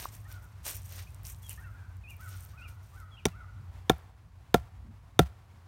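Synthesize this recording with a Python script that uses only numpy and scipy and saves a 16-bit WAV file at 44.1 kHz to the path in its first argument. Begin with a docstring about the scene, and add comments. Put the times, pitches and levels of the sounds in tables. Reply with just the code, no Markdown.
"""In a wood a heavy wooden club knocks four times on a stake and drives it into the soil.
Before that, boots shift in dry leaves, while a songbird and a farther, lower caller sound among the trees.
Blows are forced damped modes, leaves are random grains filtered by resonance, and voices are gliding sines.
Distant traffic rumble and a faint hiss of air are filtered noise; trunks return lumpy, dying echoes."""
import sys
import numpy as np
from scipy import signal
from scipy.fft import rfft, irfft, next_fast_len
from scipy.io import wavfile

SR = 44100
rng = np.random.default_rng(int(sys.argv[2]) if len(sys.argv) > 2 else 0)


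def unload_audio(sound):
    """Save the sound as a 16-bit wav file, at the path given as the first command line argument."""
    columns = np.transpose(np.atleast_2d(sound))
    # keep every value between -1 and 1, then stretch to whole-number steps
    steps = np.round(np.clip(columns, -1, 1) * 32767)
    wavfile.write(sys.argv[1], SR, steps.astype(np.int16))


N = 250047
TIME = np.arange(N) / SR   # s
CUTOFF_HZ = 16900   # stopband edge of the final low-pass

# Course of the background: time_s, rumble_db, air_db [dB, each in its own reference band]
BACKGROUND_LEVELS = [(0.0, -47, -64.5), (1.0, -46, -66), (2.4, -46.5, -66.5), (3.1, -49.5, -67),
                     (3.45, -44.5, -66.5), (3.9, -49, -64), (4.26, -53, -69.5), (4.6, -46, -66),
                     (5.0, -49.5, -68.5), (5.67, -52, -67)]
# Spectrum of the traffic rumble: frequency_hz, level_db [relative dB per Hz]
RUMBLE_SPECTRUM = [(15, -94.5), (25, -47.5), (27, -33.5), (30, -27), (39, -10.5), (59, 2), (78, -6.5),
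                   (91, 5), (107, -2), (124, -9.5), (184, -21.5), (253, -33.5), (320, -42.5), (420, -80.5),
                   (700, -120)]
# Spectrum of the air hiss: frequency_hz, level_db [relative dB per Hz]
AIR_SPECTRUM = [(120, -46), (200, -10.5), (268, -9.5), (329, -12.5), (417, -14), (492, -15.5), (661, -11.5),
                (1110, -10), (1280, -14.5), (2180, -18.5), (2980, -23), (12300, -34), (16200, -35.5)]

# Far hoarse call that rises, arches and sags, as a list of notes:
# time_s [s after the start, at pace 1], pitch_hz [strongest partial, at factor 1], level_db [relative dB]
FAR_CALL_NOTES = [
    [(0, 1120, -3), (.04, 1530, 0), (.08, 1410, 0.5), (.11, 1300, 1.5), (.145, 1140, -28)],
]
# Occurrences of the far call: start_s, pace [time factor], pitch [frequency factor], level_db
FAR_CALL_TIMES = [(.25, 1.22, 1.02, -59.5), (1.576, 1.04, 1.034, -56.5), (1.73, 1.24, 1.08, -63.5),
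                  (2.19, 0.8, 1.004, -53.5), (2.533, 1.1, 1.0, -57), (2.93, 0.99, 1.004, -56.5),
                  (3.33, 1.02, 0.98, -54)]
# Partials of the far caller: multiple [of the written pitch], level_db [relative dB]
FAR_CALL_PARTIALS = [(1 / 2, -22), (1, 0), (3 / 2, -15)]

# Songbird's two phrases and a short chip, each a list of notes:
# time_s [s after the start, at pace 1], pitch_hz [nominal Hz, at factor 1], level_db [relative dB]
FALLING_NOTES = [
    [(0, 3480, -8), (.02, 3380, -1), (.05, 3250, -1), (.057, 3200, -12)],
    [(.058, 2603, 2), (.074, 3086, 3), (.089, 2523, 1), (.107, 2300, -11.5)],
    [(.207, 2800, -9), (.222, 2720, -7), (.24, 2620, -14)],
]
ARCHING_NOTES = [
    [(0, 2545, -4), (.014, 2527, -1), (.029, 2440, -5), (.049, 2725, 0), (.068, 2915, -3),
     (.081, 2450, 0.5), (.105, 2314, -9)],
]
CHIP_NOTES = [
    [(0, 1750, -3), (.015, 1920, -8), (.032, 1900, -19)],
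]
# When each is sung: start_s, pace [time factor], pitch [frequency factor], level_db
FALLING_TIMES = [(1.43, 1.0, .995, -55.5), (3.111, 0.98, 0.99, -57)]
ARCHING_TIMES = [(2.036, .98, 1.0, -50.5), (2.575, 1.02, 1, -51)]
CHIP_TIMES = [(.25, 1.1, 1, -52), (1.068, 0.75, 1.35, -51), (1.575, 1.05, .99, -46),
              (1.635, 1.04, .99, -52)]

# Boots pressing into the leaves: start_s, hold_s, crackle_db, scuff_db [dB, each in its own reference band]
BOOT_TREADS = [(0.0, 0.045, -48, -57.5), (0.127, 0.025, -56, -71), (0.287, .02, -62.5, -80),
               (0.312, 0.013, -55.5, -66), (0.425, 0.017, -65, -89), (0.658, 0.054, -42, -54),
               (0.744, 0.015, -49.5, -66), (0.853, 0.06, -60, -73.5), (0.899, 0.017, -60, -66),
               (0.924, 0.037, -54, -63), (0.983, 0.016, -52.5, -58.5), (1.255, 0.043, -49.5, -68.5),
               (1.431, .04, -61.5, -78), (1.494, 0.026, -50.5, -66), (2.103, 0.0068, -58.5, -79),
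               (2.207, 0.06, -61, -74.5), (2.283, 0.088, -59.5, -68.5), (2.398, 0.054, -60.5, -74.5),
               (2.494, 0.028, -69, -75), (2.585, 0.043, -73.5, -77), (2.684, .02, -62, -74),
               (2.835, 0.064, -71, -82), (2.939, 0.078, -70.5, -79.5)]
PRESS_DB_PER_S, EASE_DB_PER_S = 997, 370   # a tread swells fast and eases more slowly
SETTLE_DB, SETTLE_DB_PER_S = -19.0, 34   # then the bent leaves go on settling faintly
# Filter curve of the leaf crackle: frequency_hz, gain_db [relative dB]
CRACKLE_FILTER = [(1470, -11.5), (2500, -7.5), (4880, -28), (5560, -4), (7830, -4.5), (8870, 0.5),
                  (10400, -6.5), (13500, 2), (16000, -5)]
# Filter curve of the duller scuff: frequency_hz, gain_db [relative dB]
SCUFF_FILTER = [(180, -33), (300, -4.5), (495, -3), (590, -1.5), (1270, -4), (1550, -2), (6000, -4),
                (7800, -23), (13200, -120)]
# Snapping leaves and twigs: start_s, peak_db, centre_hz
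LEAF_SNAPS = [(0.7016, -28, 9100), (0.7334, -37, 9100), (0.767, -25, 13600), (1.1054, -48, 8520),
              (1.146, -39.5, 8700), (1.2333, -35, 12900), (1.2515, -32.5, 6300), (1.2687, -27.5, 6580),
              (1.286, -42, 9000), (1.306, -42, 7960), (1.322, -35, 8000), (1.3468, -43, 5630),
              (1.4666, -42, 7180), (1.4946, -22, 9000), (1.6, -43, 15200), (1.969, -46, 13000),
              (2.107, -37.5, 9500), (2.1673, -41, 13200), (2.211, -35, 13700), (2.2918, -34, 12500),
              (2.3216, -45, 6380), (2.4502, -30, 14100), (3.0016, -44.5, 8640), (3.2658, -27, 6120),
              (3.983, -45, 8600)]
# Club end on a root: start_s, strength_db [relative dB], pitch_hz
ROOT_TAPS = [(0.055, -16, 1114)]

# Raised club stirring the air: start_s, length_s, level_db [before the swell], centre_hz
CLUB_SWISHES = [(3.55, 0.12, -52.5, 137), (4.199, 0.11, -58, 150), (4.791, 0.18, -57.5, 217),
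                (5.452, 0.17, -65, 193)]
# Blows: start_s, splinter_db, litter_db [before its decay], echo_db [relative to the blow]
CLUB_BLOWS = [(3.254, -15.5, -46, -28), (3.896, -15.5, -46, -25), (4.542, -15.5, -42.5, -29),
              (5.191, -11, -40.5, -28)]
# Modes of soil, stake and club; each blow lands elsewhere and wakes them differently:
# pitch_hz, longest_t60_s, blow_1_db, blow_2_db, blow_3_db, blow_4_db [relative dB]
BLOW_MODES = [ (68.6, 0.16, -57.5, -21.5, -20.5, -13), (96.4, 0.053, -20.5, -17, -23.5, -19.5),
              (109, 0.035, -27, -19, -14.5, -17.5), (166.4, 0.084, -21.5, -20, -20.5, -9.5),
              (238, 0.041, -17.5, -21, -14, -15.5), (331, 0.048, -28, -18.5, -23.5, -17.5),
              (407.3, 0.026, -13.5, -12.5, -15, -8), (466, 0.023, -24.5, -10, -6.5, -8.5),
              (557, 0.048, -33, -29.5, -20, -18.5), (702, 0.048, -27, -19.5, -11, -12),
              (749, 0.05, -27, -14.5, -23.5, -18.5), (847, 0.035, -25, -25, -20.5, -24.5),
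              (1102, 0.033, -31.5, -21, -24.5, -34), (1363, 0.049, -28.5, -19, -16.5, -14.5),
              (1432, 0.019, -59, -62.5, -36, -15.5), (1757, 0.017, -58, -17, -17, -24),
              (2270, 0.053, -15, -31.5, -39.5, -33), (2450, 0.023, -27, -26.5, -24, -25),
              (3630, 0.042, -29, -23.5, -18.5, -16), (3640, 0.0079, -12.5, -10, -12.5, -10),
              (5830, 0.013, -12, -20, -46.5, -30.5), (6555, 0.019, -33, -18.5, -26.5, -13),
              (9870, 0.0097, -12.5, -40, -43.5, -30), (13200, 0.0087, -47, -33, -32, -35.5), ]
# Spectrum of the leaf litter shaken by a blow: frequency_hz, level_db [relative dB per Hz]
LITTER_SPECTRUM = [(300, -30.5), (1000, 2), (3000, -4.5), (7000, -11.5), (16000, -15)]


def from_db(db):
    """Logarithmic level: decibels to amplitude gain."""
    return 10 ** (np.asarray(db) / 20)


def rms_one(x):
    """Normalisation of power: scale to rms 1."""
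    return x / np.sqrt(np.mean(x ** 2) + 1e-20)


def in_time(rows):
    """Linear interpolation: the columns of a time table at every sample."""
    time_s, *columns = np.transpose(rows)
    return [np.interp(TIME, time_s, column) for column in columns]


def band_pass(x, low_hz, high_hz, order):
    """Band limitation by a Butterworth filter."""
    return signal.sosfilt(signal.butter(order, [low_hz, high_hz], "band", fs=SR, output="sos"), x)


def high_pass(x, cutoff_hz, order):
    """Removal of the bass by a Butterworth filter."""
    return signal.sosfilt(signal.butter(order, cutoff_hz, "high", fs=SR, output="sos"), x)


def coloured(x, spectrum):
    """Spectral shaping: filter by a curve interpolated over log frequency, then scale to rms 1."""
    hz, level_db = np.transpose(spectrum)
    size = next_fast_len(len(x))
    grid = np.log(np.arange(size // 2 + 1) * SR / size + 1)   # the added 1 Hz avoids log 0
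    gain = from_db(np.interp(grid, np.log(hz), level_db, left=-90, right=-90))
    return rms_one(irfft(rfft(x, size) * gain, size)[:len(x)])


def band_level(x, low_hz, high_hz):
    """Band level: scale the whole sound so that one reference band has rms 1."""
    band = band_pass(x, low_hz, high_hz, order=4)
    return x / np.sqrt(np.mean(band ** 2))


def drift(rate_hz):
    """Slow random fluctuation: white noise through two equal low-pass poles, scaled to rms 1."""
    r = np.exp(-2 * np.pi * rate_hz / SR)
    noise = rng.standard_normal(N + SR)
    smooth = signal.lfilter([1], [1, -2 * r, r * r], noise)
    return rms_one(smooth[SR:])   # the first second lets the filter settle


def grains(count, per_s, spread_db):
    """Shot noise: clicks of random time, sign and uneven size, scaled to rms 1."""
    size_db = spread_db * np.minimum(rng.exponential(1, count), 6)
    sizes = from_db(size_db) * rng.choice([-1, 1], count)
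    return rms_one(sizes * (rng.random(count) < per_s / SR))


def ring(force, modes):
    """Modal resonance: a force sets (pitch_hz, level_db, t60_s) modes into decaying vibration."""
    out = np.zeros(len(force))
    for hz, level_db, t60 in modes:
        r, w = from_db(-60 / (t60 * SR)), 2 * np.pi * hz / SR
        mode = signal.lfilter([0, np.sin(w)], [1, -2 * r * np.cos(w), r * r], force + 1e-18)
        out += from_db(level_db) * mode
    return out


def push(t, start_s, length_s):
    """Contact force: a half-sine pulse whose samples sum to one."""
    shape = np.sin(np.pi * np.clip((t - start_s) / length_s, 0, 1))
    return shape / shape.sum()


def add(out, sound, start_s):
    """Superposition: mix a sound in at its start time."""
    i = round(start_s * SR)
    out[i:i + len(sound)] += sound[:N - i]


def scattered(x, t60):
    """Multiple scattering: trunks return lumpy echoes, modelled by decaying grains of unit energy."""
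    t = TIME[:SR]
    tail = grains(SR, 5000, 5.1) * from_db(-60 * t / t60) * np.minimum(t / 0.0099, 1)
    return signal.fftconvolve(x, tail / np.sqrt(np.sum(tail ** 2)))[:N]


def background():
    """Broadband noise: far traffic rumble and the gently fluctuating hiss of moving air."""
    rumble_db, air_db = in_time(BACKGROUND_LEVELS)
    rumble = band_level(coloured(rng.standard_normal(N), RUMBLE_SPECTRUM), 40, 130)
    air = band_level(coloured(rng.standard_normal(N), AIR_SPECTRUM), 370, 2000)
    return from_db(rumble_db) * rumble + from_db(air_db + 1.2 * drift(14)) * air


def sung(phrase, times):
    """Scaling of time and pitch: the notes of a phrase, once for every time it is sung."""
    return [[(start + pace * s, pitch * hz, level_db + db) for s, hz, db in note]
            for start, pace, pitch, level_db in times for note in phrase]


def whistles(notes, partials, hoarse, wobble_hz):
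    """Frequency modulation: gliding partials from a throat that wobbles in pitch and level."""
    out, wobble, flutter = np.zeros(N), drift(wobble_hz), drift(wobble_hz)
    for note in notes:
        s, hz, level_db = np.transpose(note)
        i = slice(round(s[0] * SR), round(s[-1] * SR))
        t = TIME[i]
        pitch = np.interp(t, s, hz) * (1 + hoarse * wobble[i])
        phase = 2 * np.pi * np.cumsum(pitch) / SR
        level = from_db(np.interp(t, s, level_db) + 60 * hoarse * flutter[i])
        fade = np.clip(np.minimum(t - s[0], s[-1] - t) / 0.0035, 0, 1)
        tone = sum(from_db(db) * np.sin(multiple * phase) for multiple, db in partials)
        out[i] += fade * level * tone
    return out


def far_caller():
    """Distance and scattering: a hoarse call of three partials with nearly as much echo as direct sound."""
    notes = sung(FAR_CALL_NOTES, FAR_CALL_TIMES)
    call = whistles(notes, FAR_CALL_PARTIALS, hoarse=0.025, wobble_hz=38.0)
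    return call + from_db(-1.0) * scattered(call, t60=0.7)


def songbird():
    """Pure-tone whistling: one gliding partial, followed by a weaker, shorter woodland echo."""
    notes = sung(FALLING_NOTES, FALLING_TIMES) + sung(ARCHING_NOTES, ARCHING_TIMES)
    notes += sung(CHIP_NOTES, CHIP_TIMES)
    song = whistles(notes, [(0.99, 0)], hoarse=0.0025, wobble_hz=28)   # 0.99 of the nominal pitch
    return song + from_db(-5.0) * scattered(song, t60=0.34)


def treads():
    """Addition of powers: gains of crackle and scuff as each tread swells, holds, eases and settles."""
    power = np.zeros((2, N))
    for s, hold, *level_db in BOOT_TREADS:
        before, after = np.maximum(s - TIME, 0), np.maximum(TIME - s - hold, 0)
        easing = from_db(-EASE_DB_PER_S * after)
        settling = from_db(SETTLE_DB - SETTLE_DB_PER_S * after)
        shape = from_db(-PRESS_DB_PER_S * before) * (easing + settling)
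        power += (from_db(level_db)[:, None] * shape) ** 2
    return np.sqrt(power)


def leaves():
    """Granular friction: clumped clicks ring leaves, each at its own pitch; the sole scuffs below them."""
    ticks = grains(N, 2500 * from_db(5 * drift(40)), 3.2)
    leaf_of_tick = rng.integers(0, 16, N)
    pitched = np.zeros(N)
    for leaf, hz in enumerate(np.geomspace(3000, 15500, 16)):
        own_ticks = ticks * (leaf_of_tick == leaf)
        pitched += ring(own_ticks, [(hz, 0, 16.0 / hz)]) * np.sqrt(hz)   # evens out the leaves' power
    crackle = rms_one(pitched) + .4 * ticks + .6 * rng.standard_normal(N)
    scuff = grains(N, 2500 * from_db(2.9 * drift(24)), 3.4) + 0.83 * rng.standard_normal(N)
    crackle_gain, scuff_gain = treads()
    crackle = band_level(coloured(crackle, CRACKLE_FILTER), 4000, 17600)
    scuff = band_level(coloured(scuff, SCUFF_FILTER), 3200, 4330)
    return crackle_gain * crackle + scuff_gain * scuff


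def snaps():
    """Brittle fracture: each snap is a short noise burst filtered around its own pitch."""
    out, t = np.zeros(N), TIME[:SR // 20]
    for s, peak_db, hz in LEAF_SNAPS:
        burst = rng.standard_normal(len(t)) * np.exp(-t / 0.00023)
        click = band_pass(burst, 0.81 * hz, min(1.4 * hz, .45 * SR), order=2)
        add(out, from_db(peak_db) * click / np.abs(click).max(), s)
    return out


def root_tap():
    """Coupled resonance: a brief contact force passes through two equal damped modes in turn."""
    out, t = np.zeros(N), TIME[:SR // 20]
    for s, strength_db, hz in ROOT_TAPS:
        first = ring(push(t, 0, 0.00026), [(hz, 0, .006)])
        add(out, from_db(strength_db) * ring(first, [(hz, -26, .006)]), s)
    return out


def swish():
    """Air turbulence: the raised club makes soft low puffs of resonantly filtered noise."""
    out, t = np.zeros(N), TIME[:SR // 2]
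    for s, length, level_db, hz in CLUB_SWISHES:
        noise = rms_one(ring(rng.standard_normal(len(t)), [(hz, 0, 10.6 / hz)]))
        swell = np.sin(np.pi * np.clip(t / length, 0, 1))
        add(out, from_db(level_db) * noise * swell, s)
    return out


def struck_modes(t, splinters, blow):
    """Impact excitation: large modes get a later, softer push, the soil the latest."""
    out = np.zeros(len(t))
    for hz, longest_t60, *level_db in BLOW_MODES:
        period = 1 / hz
        t60 = min(longest_t60, 55 * period)   # green wood damps within some tens of cycles
        start = 0.00025 + 0.002736 / (1 + (hz / 1800) ** 3) + 0.35 * max(period - .004, 0)
        force = push(t, start, 0.18 * period + 3 / SR)
        if hz > 2000:   # the small modes are rattled by the splintering
            force = 0.65 * force + 0.053 * splinters * np.exp(-t / 0.0062)
        out += ring(force, [(hz, level_db[blow], t60)])
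    return out


def shaken_litter(t):
    """Granular decay: leaf grains jolt, then settle in ragged clumps."""
    litter = coloured(grains(len(t), 5000, 2.5), LITTER_SPECTRUM) * np.minimum(t / 0.0028, 1)
    litter *= from_db(-60 * t / 0.1) + from_db(-7.5 - 60 * t / 0.27)   # jolt + settling
    return litter * from_db(2.5 * drift(60)[:len(t)])


def blows():
    """Impact and modal decay: bark splinters, stake and soil ring, litter shakes and trunks echo."""
    direct, echo, t = np.zeros(N), np.zeros(N), TIME[:SR // 2]
    for blow, (s, splinter_db, litter_db, echo_db) in enumerate(CLUB_BLOWS):
        noise = rms_one(rng.standard_normal(len(t)))
        splinters = noise * np.minimum(t / 0.0006, 1) * np.exp(-t / 0.0035)
        hit = from_db(splinter_db) * signal.lfilter([.5], [1, -.35], splinters)
        hit += struck_modes(t, splinters, blow)
        hit = high_pass(hit, 75, order=2)   # the blows carry little deep bass
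        add(direct, hit + from_db(litter_db) * shaken_litter(t), s)
        add(echo, from_db(echo_db) * hit, s)
    echo = band_pass(echo, 600, 2300, order=2)   # thin trunks, soft bark
    return direct + scattered(echo, t60=0.61)


def scene():
    """Superposition: everything as one microphone hears it."""
    surroundings = background() + far_caller() + songbird()
    ground = leaves() + snaps() + root_tap()
    return (surroundings + ground + swish() + blows())[None]


def record(dry):
    """Band limitation: the microphone drops the deepest bass, and the top is cut."""
    x = high_pass(dry, 48, order=4)
    return signal.sosfilt(signal.cheby2(14, 70, CUTOFF_HZ, fs=SR, output="sos"), x)


dry = scene()
out = record(dry)
unload_audio(out)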